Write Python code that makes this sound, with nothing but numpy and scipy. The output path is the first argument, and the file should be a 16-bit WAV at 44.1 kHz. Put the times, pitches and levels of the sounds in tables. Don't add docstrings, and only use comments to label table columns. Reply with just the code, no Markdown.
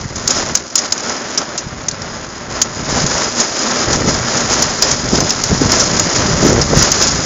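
import sys
import numpy as np
from scipy import signal
from scipy.fft import rfft, irfft
from scipy.io import wavfile

SR = 44100
rng = np.random.default_rng(int(sys.argv[2]) if len(sys.argv) > 2 else 0)


def dump(signal):
    limited = np.clip(np.atleast_2d(signal).T, -1, 1)
    pcm = np.round(limited * 32767).astype(np.int16)
    wavfile.write(sys.argv[1], SR, pcm)


N = 319725
TIME_S = np.arange(N) / SR

# time_s, spray_db, patter_over_spray_db
STEADY_RAIN = [(0, -32.5, -1.5), (.7, -35.5, 1), (1.1, -26, -3.5), (1.7, -32, -6.5), (2.4, -31, -8),
               (2.8, -28.5, -1.5), (3.0, -26, 0.5), (4.4, -22.5, 0), (5.05, -26, 3), (5.45, -25, 3.5),
               (5.95, -21, 2), (6.65, -24, 0.5), (6.95, -21.5, 4), (7.25, -25, 4.5)]
# start_s, length_s, level_db
RAIN_SHEETS = [(0.146, 0.15, -31), (0.275, 0.15, -22.5), (0.433, 0.14, -29), (0.759, .1, -26),
               (.98, 0.2, -29), (1.285, .14, -29), (2.01, 0.16, -34.5), (2.492, 0.11, -28),
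               (2.882, 0.15, -23), (3.058, 0.19, -23.5), (3.357, 0.067, -21.5), (3.531, 0.3, -24),
               (3.878, .07, -23), (4.065, 0.028, -20), (4.254, 0.15, -25.5), (4.488, 0.15, -20.5),
               (4.805, 0.12, -22.5), (5.113, 0.057, -25.5), (5.69, 0.12, -22), (6.132, 0.064, -23),
               (6.399, 0.11, -24), (6.748, .1, -19), (6.991, 0.08, -21)]
# start_s, level_db, spot_pitch_hz, splash_t60_s
HEAVY_DROPS = [(0.1565, -21, 5770, .039), (0.2755, -8, 6800, .016), (0.305, -9.5, 6800, .027),
               (0.5516, -5.5, 6100, 0.017), (0.5725, -19, 4100, .006), (0.7, -31.5, 6500, .013),
               (0.7548, -4.5, 6900, 0.017), (0.7781, -11, 6200, 0.033), (0.788, -12, 5660, 0.015),
               (0.922, -8.5, 6640, 0.015), (0.9772, -22.5, 6160, .02), (1.094, -20, 6300, .022),
               (1.3753, -8.5, 5550, 0.05), (1.5768, -15.5, 6240, 0.073), (1.8835, -12, 6170, 0.021),
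               (1.9121, -23, 4550, .008), (2.017, -23, 5250, 0.019), (2.6158, -5.5, 6730, 0.038),
               (3.0021, -18.5, 5300, .012), (3.0634, -15, 6640, .025), (3.4, -9.5, 6600, 0.053),
               (3.9285, -13, 5860, 0.048), (4.6239, -10, 6000, 0.013), (4.8219, -5, 5200, 0.029),
               (4.9127, -12, 6100, 0.021), (5.1542, -14, 5230, 0.014), (5.2036, -13, 6120, 0.016),
               (5.2929, -14.5, 6440, .04), (5.3048, -10, 5400, .014), (5.437, -12, 5820, 0.021),
               (5.717, -10.5, 5600, .028), (5.7967, -7, 5800, 0.17), (5.9953, -9, 6840, 0.016),
               (6.1594, -16, 5600, 0.032), (6.6129, -10.5, 5500, 0.053), (6.789, -12, 5900, 0.055),
               (6.8224, -9, 5800, 0.05), (6.9157, -8, 6300, 0.025), (7.0224, -10.5, 6030, .019)]
# freq_hz, density_db
SPRAY_SPECTRUM = [(60, -37), (150, -10.5), (240, -2), (400, -3), (580, -1.5), (800, -2), (1400, -2.5),
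                  (1900, -5.5), (2600, -11.5), (4000, -13.5), (6800, -10), (7500, -33.5), (8200, -94)]
# freq_hz, density_db
SPLASH_SPECTRUM = [(100, -28), (500, -17.5), (1500, -9), (3000, -7), (3900, -3.5), (4700, 1), (5500, 3),
                   (6200, 3.5), (6900, 1.5), (7400, -5), (7750, -46.5), (8300, -70)]
# freq_hz, density_db
KNOCK_SPECTRUM = [(100, -18), (350, -7), (1500, -8), (2500, -10.5), (3800, -7), (7300, 1.5), (7800, -15),
                  (8500, -56)]
# freq_hz, width_hz, gain_over_direct_db
PANE_MODES = [(237.4, 25.6, 5.5), (341, 37, -2.5), (406, 25, -0.5), (519, 19, -4), (596, 53, -4),
              (984, 19, -11), (1130, 18, -33), (1323, 25, -3), (5080, 113, 4.5), (6860, 570, -1.5)]
# time_s, level_db
BREEZE_LEVELS = [(0, -26), (.5, -32), (.65, -38.5), (1.55, -38.5), (1.75, -31.5), (2.35, -33.5), (3.1, -26),
                 (3.55, -37.5), (3.8, -32), (4.15, -23), (4.75, -26.5), (5.35, -29), (5.8, -22), (6.3, -21),
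                 (7.25, -23)]
# start_s, length_s, level_db, small_over_large_eddies_db
WIND_GUSTS = [(0.038, 0.48, -32, -7), (2.504, .11, -31, -2), (2.74, 0.055, -29, -7),
              (2.876, 0.18, -23.5, 2), (3.859, .23, -19.5, -2.5), (4.56, 0.064, -31, 1),
              (5.023, 0.073, -21, -9), (5.11, 0.12, -22, 7), (5.492, 0.066, -20.5, 3.5),
              (5.597, 0.057, -17, -4), (6.204, 0.22, -18.5, -9.5), (6.407, 0.18, -24.5, 11),
              (6.694, 0.081, -14.5, -4.5), (7.108, 0.085, -18.5, -18)]
# centre_s, peak_db, pitch_hz
LARGE_EDDIES = [(0.059, -11.5, 175), (1.67, -12.5, 122), (2.931, -11, 257), (2.977, -9, 269.6),
                (3.044, -7, 159), (5.135, -1, 179), (5.224, -11, 260), (5.531, 0, 212.5), (5.619, 0, 264),
                (5.662, -7.5, 183.6), (6.469, -2.5, 261.6), (6.735, -1.5, 422.6), (6.773, -5, 226)]
# freq_hz, density_db
EDDY_SPECTRUM = [(12, -11), (30, -4.5), (70, 1), (140, 3), (280, -7), (500, -16), (900, -27), (2000, -18),
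                 (5000, -98)]
# freq_hz, density_db
PUFF_SPECTRUM = [(60, -10.5), (300, -3), (700, 4), (1300, -4), (2500, -16), (5000, -38), (8000, -79.5)]


def rainfall(attack_s=0.025, release_s=0.036, front_s=0.036, front_db=-1):
    steady_db, hardness_db = curves(STEADY_RAIN)
    power, front_power = amp(steady_db) ** 2, np.zeros(N)
    for start_s, length_s, level_db in RAIN_SHEETS:
        power += (amp(level_db) * surge(start_s, length_s, attack_s, release_s)) ** 2
        front_power += (amp(level_db + front_db) * surge(start_s, front_s, attack_s, release_s)) ** 2
    return 10 * np.log10(power), 10 * np.log10(power + front_power) + hardness_db


def spray(level_db, gain_db=3, flutter_db=1.38, flutter_hz=35):
    droplets = impacts(rate_per_s=7000, spread_db=3, cap_spreads=4)
    wash = unit_rms(pane(colour(droplets, SPRAY_SPECTRUM)))
    return wash * amp(gain_db + level_db + flutter_db * wander(flutter_hz))


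def patter(level_db, gain_db=0.05, base_per_s=900, splash_db=-2, splash_t60_s=0.039, spots=12):
    spot_per_s = base_per_s * amp(0.98 * (level_db - level_db.mean())) / spots
    t_s, ticks = np.arange(2048) / SR, np.zeros(N)
    for _ in range(spots):
        splash = rng.standard_normal(len(t_s)) * amp(-60 * t_s / splash_t60_s)
        tick = signal.unit_impulse(len(t_s)) + amp(splash_db) * splash / np.linalg.norm(splash)
        hits = impacts(spot_per_s, spread_db=5, cap_spreads=2.04)
        ticks += signal.oaconvolve(hits, tick)[:N]
    return unit_rms(pane(colour(ticks, SPLASH_SPECTRUM))) * amp(gain_db + level_db)


def heavy_drops(drops, rise_s=0.0024, body_s=0.011, tail_db=-25, tail_t60_s=0.1,
                spot_db=5, knock_db=-13, knock_t60_s=0.035):
    t_s = np.arange(SR // 6) / SR
    rise = 1 - np.exp(-t_s / rise_s)
    tail = amp(tail_db - 60 * t_s / tail_t60_s)
    splashes, knocks = np.zeros((2, N))
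    for start_s, level_db, spot_hz, t60_s in drops:
        envelope = rise * (amp(-60 * t_s / t60_s) + tail)
        scatter = rng.choice([-1, 1], len(t_s)) * envelope
        spot_ring = amp(spot_db) * resonate(scatter, spot_hz, width_hz=600)
        splash = pane(colour(scatter + spot_ring, SPLASH_SPECTRUM))
        knock = rng.standard_normal(len(t_s)) * amp(-60 * t_s / knock_t60_s)
        size = amp(level_db) * np.sqrt(body_s * SR)
        add(splashes, start_s, size * splash / np.linalg.norm(splash))
        add(knocks, start_s, size * knock / np.linalg.norm(knock))
    return splashes + amp(knock_db) * pane(colour(knocks, KNOCK_SPECTRUM))


def stray_drops(rain_db, rms_per_s=6, over_rain_db=1.5, spread_db=2,
                centre_hz=6040, spread_hz=600, t60_s=0.028, candidates=120):
    rate_per_s = rms_per_s * unit_rms(amp(rain_db) ** 2)
    drops = []
    for when, chance, size, spot in rng.random((candidates, 4)):
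        i = int(when * N)
        if chance < rate_per_s[i] * N / SR / candidates:
            level_db = rain_db[i] + over_rain_db + spread_db * (2 * size - 1)
            spot_hz = centre_hz + spread_hz * (2 * spot - 1)
            drops.append((i / SR, level_db, spot_hz, t60_s))
    return drops


def pane(strike):
    return strike + sum(amp(db) * resonate(strike, hz, width_hz) for hz, width_hz, db in PANE_MODES)


def airflow(breeze_tear_db=-6):
    power = amp(curves(BREEZE_LEVELS)[0]) ** 2
    torn_power = power * amp(breeze_tear_db) ** 2
    for start_s, length_s, level_db, tear_db in WIND_GUSTS:
        gust_power = (amp(level_db) * surge(start_s, length_s, attack_s=0.018, release_s=0.046)) ** 2
        power += gust_power
        torn_power += gust_power * amp(tear_db) ** 2
    return 10 * np.log10(power), 10 * np.log10(torn_power / power)


def wind(level_db, tear_db, gain_db=-0.5, strong_db=-20, tear_hz=470, lumps_db=1.5, lumps_hz=30):
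    rumble = unit_rms(colour(impacts(rate_per_s=350, spread_db=3, cap_spreads=2.8), EDDY_SPECTRUM))
    small_eddies = colour(impacts(rate_per_s=300, spread_db=3, cap_spreads=1.4), EDDY_SPECTRUM)
    for width_hz in (350, 700):
        small_eddies = unit_rms(resonate(small_eddies, tear_hz, width_hz))
    strength = np.minimum(amp(level_db - strong_db), 1.4)
    lumps = unit_rms(amp(lumps_db * wander(lumps_hz)))
    return amp(gain_db + level_db) * lumps * (rumble + amp(tear_db) * strength * small_eddies)


def buffets(gain_db=-2, width_s=0.006, swirl_depth=0.401, swirl_hz=350):
    t_s, pressure = np.arange(-2048, 2048) / SR, np.zeros(N)
    swirl = np.exp(swirl_depth * wander(swirl_hz) - swirl_depth ** 2 / 2)
    for centre_s, peak_db, pitch_hz in LARGE_EDDIES:
        swing_hz = pitch_hz * swirl[round(centre_s * SR):][:len(t_s)]
        cycles = rng.random() + np.cumsum(swing_hz) / SR
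        envelope = amp(peak_db) / np.cosh(2 * t_s / width_s)
        add(pressure, centre_s + t_s[0], envelope * np.sin(2 * np.pi * cycles))
    return amp(gain_db) * pressure


def crackle(wind_db, tear_db, gain_db=-9, strong_db=-19):
    dips = -abs(impacts(rate_per_s=110, spread_db=3, cap_spreads=1.7))
    puffs = unit_rms(colour(dips, PUFF_SPECTRUM))
    strength = np.minimum(amp(wind_db - strong_db), 1)
    return amp(gain_db + wind_db + tear_db) * strength * puffs


def suction(pressure, skew=0.12, highpass_hz=15):
    bent = pressure - skew * pressure ** 2 / (1 + skew * abs(pressure))
    return signal.sosfilt(signal.butter(1, highpass_hz, "high", fs=SR, output="sos"), bent)


def impacts(rate_per_s, spread_db, cap_spreads):
    size = amp(spread_db * np.minimum(rng.exponential(1, N), cap_spreads))
    sign = rng.choice([-1, 1], N)
    hit = rng.random(N) < rate_per_s / SR
    return size * sign * hit / np.sqrt(rate_per_s)


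def colour(x, spectrum, fft_size=4096):
    freq_hz, density_db = np.transpose(spectrum)
    bin_hz = abs(np.fft.fftfreq(fft_size, 1 / SR))
    log_gain = np.log(amp(np.interp(np.log(bin_hz + 1), np.log(freq_hz), density_db)))
    transfer = np.exp(np.conj(signal.hilbert(log_gain)))
    response = np.fft.ifft(transfer).real[:fft_size // 2]
    return signal.oaconvolve(x, response / np.linalg.norm(response))[:N]


def resonate(x, freq_hz, width_hz):
    radius = np.exp(-np.pi * width_hz / SR)
    pole = radius * np.exp(2j * np.pi * freq_hz / SR)
    return 2 * signal.lfilter([1 - radius], [1, -pole], x).real


def surge(start_s, length_s, attack_s, release_s):
    t_s = TIME_S - start_s
    return np.clip(t_s / attack_s, 0, 1) * np.exp(-np.clip((t_s - length_s) / release_s, 0, 20))


def wander(cutoff_hz):
    bin_hz = np.fft.rfftfreq(N, 1 / SR)
    return unit_rms(irfft(rfft(rng.standard_normal(N)) * np.exp(-(bin_hz / cutoff_hz) ** 2), N))


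def curves(rows):
    time_s, *columns = np.transpose(rows)
    return [np.interp(TIME_S, time_s, column) for column in columns]


def add(mix, start_s, sound):
    part = mix[max(round(start_s * SR), 0):][:len(sound)]
    part += sound[:len(part)]


def amp(db):
    return 10 ** (np.asarray(db) / 20)


def unit_rms(x):
    return x / np.sqrt(np.mean(x ** 2) + 1e-20)


def scene():
    spray_db, patter_db = rainfall()
    wind_db, tear_db = airflow()
    rain = spray(spray_db) + patter(patter_db)
    air = suction(wind(wind_db, tear_db) + buffets() + crackle(wind_db, tear_db))
    drops = heavy_drops(list(HEAVY_DROPS) + stray_drops(spray_db))
    return (rain + air + drops)[None]


def record(dry, cutoff_hz=15800):
    lowpass = signal.firwin(255, cutoff_hz, window=("kaiser", 9), fs=SR)
    return signal.oaconvolve(np.clip(dry, -1, 1), lowpass[None], "same")


dry = scene()
out = record(dry)
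dump(out)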